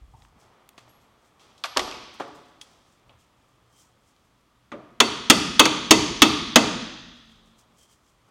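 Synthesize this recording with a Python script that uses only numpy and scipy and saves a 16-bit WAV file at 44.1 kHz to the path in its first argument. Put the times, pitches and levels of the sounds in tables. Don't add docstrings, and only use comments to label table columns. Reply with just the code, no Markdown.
import sys
import numpy as np
from scipy import signal
from scipy.fft import rfft, irfft
from scipy.io import wavfile
from scipy.ndimage import uniform_filter1d

SR = 44100
rng = np.random.default_rng(int(sys.argv[2]) if len(sys.argv) > 2 else 0)


def output_pcm(signal):
    pcm = np.clip(np.atleast_2d(signal).T, -1, 1) * 32767
    wavfile.write(sys.argv[1], SR, np.round(pcm).astype(np.int16))


N = 366030

# (time [s], level [dB], hardness as treble tilt [dB per octave], low body thud [dB])
HAMMER_BLOWS = [(4.718, -35, -5, -7.5), (5.002, -3, 1, -2.5), (5.299, 1.5, 2, 0), (5.594, 0.5, 1, -3),
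                (5.654, -10, 0.5, -11.5), (5.908, 2, 2.5, 3), (6.219, 1.5, 1.5, 0), (6.558, 0.5, 0.5, -4)]
# (frequency [Hz], level [dB], t60 [s])
AXLE_MODES = [(134.6, -28, 1.3), (175.3, -33.5, 2.6), (191.5, -16, 0.46), (227, -32, 2.4), (234, -7, 0.25),
              (316, -7.5, 0.33), (420.5, -13.5, 0.46), (477.8, -9, 0.066), (638, -9, 0.15),
              (933, -18.5, 0.36), (1078, -18, 0.17), (1184, -13, .06), (1284, -10, 0.11),
              (2050, -16.5, 0.33), (2320, -19, 0.064), (2450, -19.5, .08), (2620, -15, 0.23),
              (3240, -16.5, 0.14), (2990, -9.5, 0.075), (3350, -12.5, 0.056), (3437, -4.5, .07),
              (3650, -12.5, 0.14), (4420, -16.5, 0.1), (4520, -21.5, 0.59), (6700, -10, .04),
              (6476, 1, 0.041), (6540, -16.5, 0.089), (8840, -19.5, .05), (12700, -30, .1)]
# (frequency [Hz], level [dB], t60 [s])
HUB_CLANK = [(60, -29, .3), (127, -16, 0.084), (280, 3, 0.15), (500, -10.5, 0.17), (1230, 2, .07),
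             (2070, 1.5, 0.074), (3330, 7.5, 0.031), (4460, 6, 0.03), (6400, -2, 0.06), (9110, -6, 0.036),
             (12000, -14, 0.031), (15000, -13, .02)]
RING_DB, DRIVE_DB = 4, -4


def hammer(echo):
    out, t = np.zeros(N), np.arange(2 * SR) / SR
    hz, mode_db, t60 = np.transpose(AXLE_MODES)[:, :, None]
    for start, level_db, tilt_db, thud_db in HAMMER_BLOWS:
        strength, detune, spacing, phase = rng.standard_normal((4, len(AXLE_MODES), 1))
        gain = undb(RING_DB + mode_db + tilt_db * np.log2(hz / 1000) + 2.3 * strength)
        beat_hz = 3 + .006 * hz * (2 + spacing)
        beating = 1 + .7 * np.cos(2 * np.pi * (beat_hz * t + phase))
        tones = np.sin(2 * np.pi * hz * (1 + .005 * detune) * t)
        blow = (gain * beating * tones * fade(t, t60)).sum(axis=0) * ending(len(t))
        add(blow, 0, burst(HUB_CLANK, 1 / 2, tilt_db))

        low = signal.lfilter(*signal.butter(2, 550, fs=SR), blow)
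        ring = (blow - low) * (1 - np.exp(-t / 0.001))
        thud = undb(thud_db) * low * (1 - np.exp(-t / 0.00066))
        blow = ring + thud
        blow *= undb(level_db + DRIVE_DB) / np.std(blow[:SR // 100])
        add(out, start, blow)
        add(out, start, reverb(blow[:SR // 10], echo, octaves=.12))
    return out


# (time [s], level [dB], centre [Hz], t60 [s], width [octaves], room send [dB])
TOOL_KNOCKS = [(.137, -50.5, 872, 0.052, 0.18, 5.5), (0.136, -47.5, 129, 0.065, 0.73, -0.5),
               (.221, -53, 2500, 0.013, 1.1, -2), (0.25, -49, 1400, 0.014, 1.4, -5),
               (0.363, -58.5, 200, .04, 0.58, -11), (.414, -60, 4000, .01, 1, 15),
               (0.691, -42, 4960, 0.012, 10, -1), (.779, -43, 1750, 0.062, 2.4, 6.5),
               (0.878, -51, 490, 0.074, 2.2, -0.5), (1.396, -56, 3840, 0.02, 1.2, 23),
               (1.579, -55, 4350, 0.036, 1.1, 13), (1.638, -24, 2520, 0.073, 1.76, 5),
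               (1.642, -25.5, 1063, 0.085, 1.25, 0.5), (1.655, -31, 2500, 0.057, 2.4, -5),
               (1.764, -20.5, 606, 0.19, 1.95, 3), (1.772, -9.5, 1896, .012, 3, 3),
               (1.775, -43, 45, 0.58, 1.5, -9), (1.779, -16, 1470, 0.014, 3, -7),
               (1.794, -19, 1292, 0.028, 2.9, -2), (1.803, -26.5, 1765, 0.035, 2, 6.5),
               (1.878, -28, 670, 0.02, 2.6, 6), (1.913, -32, 2790, 0.011, 1.5, -5),
               (1.924, -33, 2450, 0.0029, 0.28, 12), (2.199, -29, 730, 0.16, 2.24, 3.5),
               (2.206, -23, 430, 0.034, 1.78, 2), (2.203, -45.5, 3500, 0.028, 1.9, 14.5),
               (2.281, -59, 9000, 0.011, 1.5, 0), (2.614, -37.5, 3260, 0.034, 1.8, 4),
               (3.06, -57.5, 70, 0.089, 1.4, 3), (3.094, -52.5, 2780, 0.036, 0.57, 8),
               (4.164, -60, 3040, 0.0088, 1.48, 3), (4.722, -35.5, 600, 0.28, 0.22, 3.5),
               (4.719, -39, 430, 0.31, .5, 6.5), (4.718, -33.5, 1250, 0.12, 1.2, 2)]
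# (time [s], level [dB])
STEEL_PINGS = [(.893, -64), (1.638, -55), (1.772, -53), (1.815, -55)]
PING_HZ, PING_T60_S = 11368, .55
# (frequency [Hz], level [dB], t60 [s])
CLINK_MODES = [(3340, -44, .06), (9340, -71, .2), (10420, -58, .12), (13500, -72, .07)]
CLINK_S = 2.613


def tools(echo):
    out, t = np.zeros(N), np.arange(SR // 2) / SR
    for start, level_db, hz, t60, octaves, room_db in TOOL_KNOCKS:
        push = rng.standard_normal(len(t)) * fade(t, t60)
        push[0] += 4.0
        knock = band(push, hz, max(octaves, .2))
        peak = np.sqrt(np.max(uniform_filter1d(knock ** 2, size=90)))
        knock = undb(level_db) * knock / peak
        add(out, start, knock)
        add(out, start, undb(room_db) * reverb(knock, echo, octaves=.3))

    pings = [(start, PING_HZ, db, PING_T60_S) for start, db in STEEL_PINGS]
    pings += [(CLINK_S, *mode) for mode in CLINK_MODES]
    for start, hz, db, t60 in pings:
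        pair = np.sin(2 * np.pi * hz * t) + .3 * np.sin(2 * np.pi * 1.0012 * hz * t)
        add(out, start, undb(db) * fade(t, t60) * pair)
    return out


# (frequency [Hz], relative density [dB per Hz])
CLOTH_COLOUR = [(1000, -21.5), (2700, -6.5), (3200, -2), (3700, -7), (5500, 2), (8000, 1), (11000, -9.5),
                (16000, -13.5)]
# (loudest time [s], level [dB], 20 dB swell [s], 20 dB fade [s])
CLOTH_RUSTLES = [(.24, -67, .2, .08), (.402, -64, .025, .11), (.782, -63, .01, .08), (.89, -67, .04, .09),
                 (1.015, -70, .03, .11), (1.26, -71, .12, .12), (1.41, -70, .05, .5), (1.582, -67, .03, .1),
                 (2.142, -59, .02, .05), (2.202, -58, .02, .05), (2.355, -61, .02, .1), (2.46, -71, .1, .2),
                 (2.613, -53, .005, .04), (2.72, -69, .2, .15), (2.93, -70, .3, .12), (3.085, -76, .04, .1),
                 (3.2, -65, .025, .1), (3.5, -76, .3, .2), (3.8, -57, .1, .11), (4.09, -70, .15, .1),
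                 (4.24, -77, .2, .2), (4.41, -75, .02, .02), (7.17, -70, .05, .08), (7.32, -71, .2, .12),
                 (7.46, -69, .02, .14), (7.59, -59, .02, .06), (7.79, -64, .03, .1), (7.83, -60, .1, .045),
                 (7.925, -62, .12, .07), (8.09, -70, .18, .12), (8.28, -76, .12, .1)]
# (loudest time [s], level [dB], 20 dB swell [s], 20 dB fade [s])
KNEE_SHUFFLES = [(.22, -56, -0.8, -1.9), (.41, -60, 0.2, 2.5), (.75, -62, 0, -3.2),
                 (.782, -35.5, -0.0849, -0.98), (1.41, -62.5, 0, 3.1), (2.75, -64, 4.6, 0.76),
                 (3.096, -59, -0.46, 0.13), (3.14, -71, 1.2, -0.7), (3.498, -70, -2.3, -0.8),
                 (3.83, -70.5, 2.5, 1), (7.55, -70.5, 4.4, -0.5), (7.775, -67, 1.3, 0.5),
                 (8.3, -62, 0.12, .1)]
# (middle time [s], half length [s], level [dB])
CLOTH_SQUEAKS = [(3.78, .05, -73), (7.82, .04, -69), (7.90, .03, -74)]
SQUEAK_HZ = 3160


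def clothes():
    t = np.arange(N) / SR
    grains = undb(2.5 * walk(400) + .8 * walk(60))
    rustle = colour(rng.standard_normal(N) * grains, CLOTH_COLOUR)
    shuffle = unit(band(rng.standard_normal(N), 500, 2.9)) * undb(1.2 * walk(33))
    squeak = unit(band(rng.standard_normal(N), SQUEAK_HZ, .07))
    squeak_gain = sum(undb(db) * np.exp(-((t - middle) / half) ** 4) for middle, half, db in CLOTH_SQUEAKS)
    return swells(CLOTH_RUSTLES) * rustle + swells(KNEE_SHUFFLES) * shuffle + squeak_gain * squeak


# (frequency [Hz], relative density [dB per Hz])
AIR_COLOUR = [(20, -13.5), (35, -6), (60, 0.5), (120, -3), (250, -4.5), (450, -10), (800, -11),
              (1300, -9.5), (2200, -16), (4000, -21), (8000, -27), (16000, -36)]
# (loudest time [s], level [dB], 20 dB swell [s], 20 dB fade [s])
FLOOR_THUMPS = [(0.02, -47, 5, 0.28), (.15, -61, 2, 0.3), (.36, -58, -1.5, .05)]
AIR_DB, HUM_DB, HUM_HZ = -64.5, -73, 119


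def background():
    hum = unit(band(rng.standard_normal(N), HUM_HZ, 0.085))
    thump = unit(band(rng.standard_normal(N), 51, 0.87))
    air = colour(rng.standard_normal(N), AIR_COLOUR)
    return undb(AIR_DB) * air + undb(HUM_DB) * hum + swells(FLOOR_THUMPS) * thump


# (frequency [Hz], level [dB], t60 [s])
ROOM_DECAY = [(49, -27, 2.4), (123, -22, 0.81), (216, -23, 1.01), (435, -25, 0.9), (740.7, -24, 0.91),
              (1260, -19, 1), (1671, -25, 1.4), (2620, -20.5, 0.99), (3200, -24.5, 1.73),
              (4860, -16.5, 1.1), (6500, -18.5, 1.1), (7560, -17.5, 0.59), (8100, -12.5, 0.85),
              (10500, -19, 0.5), (13000, -14, 0.58), (15500, -16.5, 0.29)]
ROOM_DB, ROOM_RISE_S = -40.5, 0.0021


def room():
    echo = burst(ROOM_DECAY, 1.8)
    rise = 1 - np.exp(-np.arange(len(echo)) / SR / ROOM_RISE_S)
    return echo * rise * undb(ROOM_DB)


def reverb(x, echo, octaves):
    total = np.cumsum(np.abs(rfft(x, len(echo))) ** 2)
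    k = np.arange(len(total))
    lo = (k * 2 ** -octaves).astype(int)
    hi = np.minimum((k * 2 ** octaves).astype(int) + 1, k[-1])
    broad_colour = np.sqrt((total[hi] - total[lo]) / (hi - lo))
    return irfft(rfft(echo) * broad_colour, len(echo)) * ending(len(echo))


def undb(db):
    return 10 ** (np.asarray(db) / 20)


def unit(x):
    return x / np.sqrt(np.mean(x ** 2))


def fade(t, t60):
    return np.exp(-np.log(1000) * t / np.maximum(t60, .002))


def ending(size):
    return np.clip(np.linspace(3, -1 / 2, size), 0, 1) ** 2


def band(x, hz, octaves):
    edges = np.clip(hz * 2. ** (np.array([-.5, .5]) * octaves), 10, [.4 * SR, .45 * SR])
    return signal.sosfilt(signal.butter(2, edges, "bandpass", fs=SR, output="sos"), x)


def burst(table, seconds, tilt_db=0):
    t = np.arange(int(seconds * SR)) / SR
    hz, db, t60 = np.transpose(table)
    out = 0
    for f in 35 * 2 ** np.arange(0, 9, 1 / 3):
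        band_db = np.interp(np.log(f), np.log(hz), db)
        band_t60 = np.interp(np.log(f), np.log(hz), t60)
        gain = undb(band_db + tilt_db * np.log2(f / 1000))
        out = out + gain * unit(band(rng.standard_normal(len(t)), f, 1 / 3)) * fade(t, band_t60)
    return out


def colour(x, table):
    f = np.fft.rfftfreq(len(x), 1 / SR) + 1
    hz, db = np.transpose(table)
    gain = undb(np.interp(np.log(f), np.log(hz), db))
    return unit(irfft(rfft(x) * gain, len(x)))


def walk(rate):
    k = int(SR / rate)
    return uniform_filter1d(np.repeat(rng.standard_normal(N // k + 1), k), k)[:N]


def swells(table):
    t, power = np.arange(N) / SR, 0
    for peak_s, db, rise_s, fall_s in table:
        before = (peak_s - t) / max(rise_s, .002)
        after = (t - peak_s) / max(fall_s, .002)
        power = power + undb(db - 20 * np.maximum(before, after)) ** 2
    return np.sqrt(power)


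def add(track, start, x):
    i = int(start * SR)
    track[i:i + len(x)] += x[:N - i]


def scene():
    echo = room()
    return (hammer(echo) + tools(echo) + clothes() + background())[None]


# (frequency [Hz], width [octaves], level [dB])
MIC_COLOUR = [(1190, 0.22, 3.5), (1570, 0.61, -4), (3320, 0.15, 4), (5580, 0.048, -1), (5960, 0.081, 1)]
TOP_HZ = 15900


def record(dry):
    x = dry
    for hz, octaves, db in MIC_COLOUR:
        peak = signal.iirpeak(hz, np.sqrt(2) / max(octaves, .05), fs=SR)
        x = x + (undb(db) - 1) * signal.lfilter(*peak, x)
    clipped = np.clip(x, -.92, .92)
    return signal.sosfilt(signal.ellip(8, .2, 70, TOP_HZ, fs=SR, output="sos"), clipped)


dry = scene()
out = record(dry)
output_pcm(out)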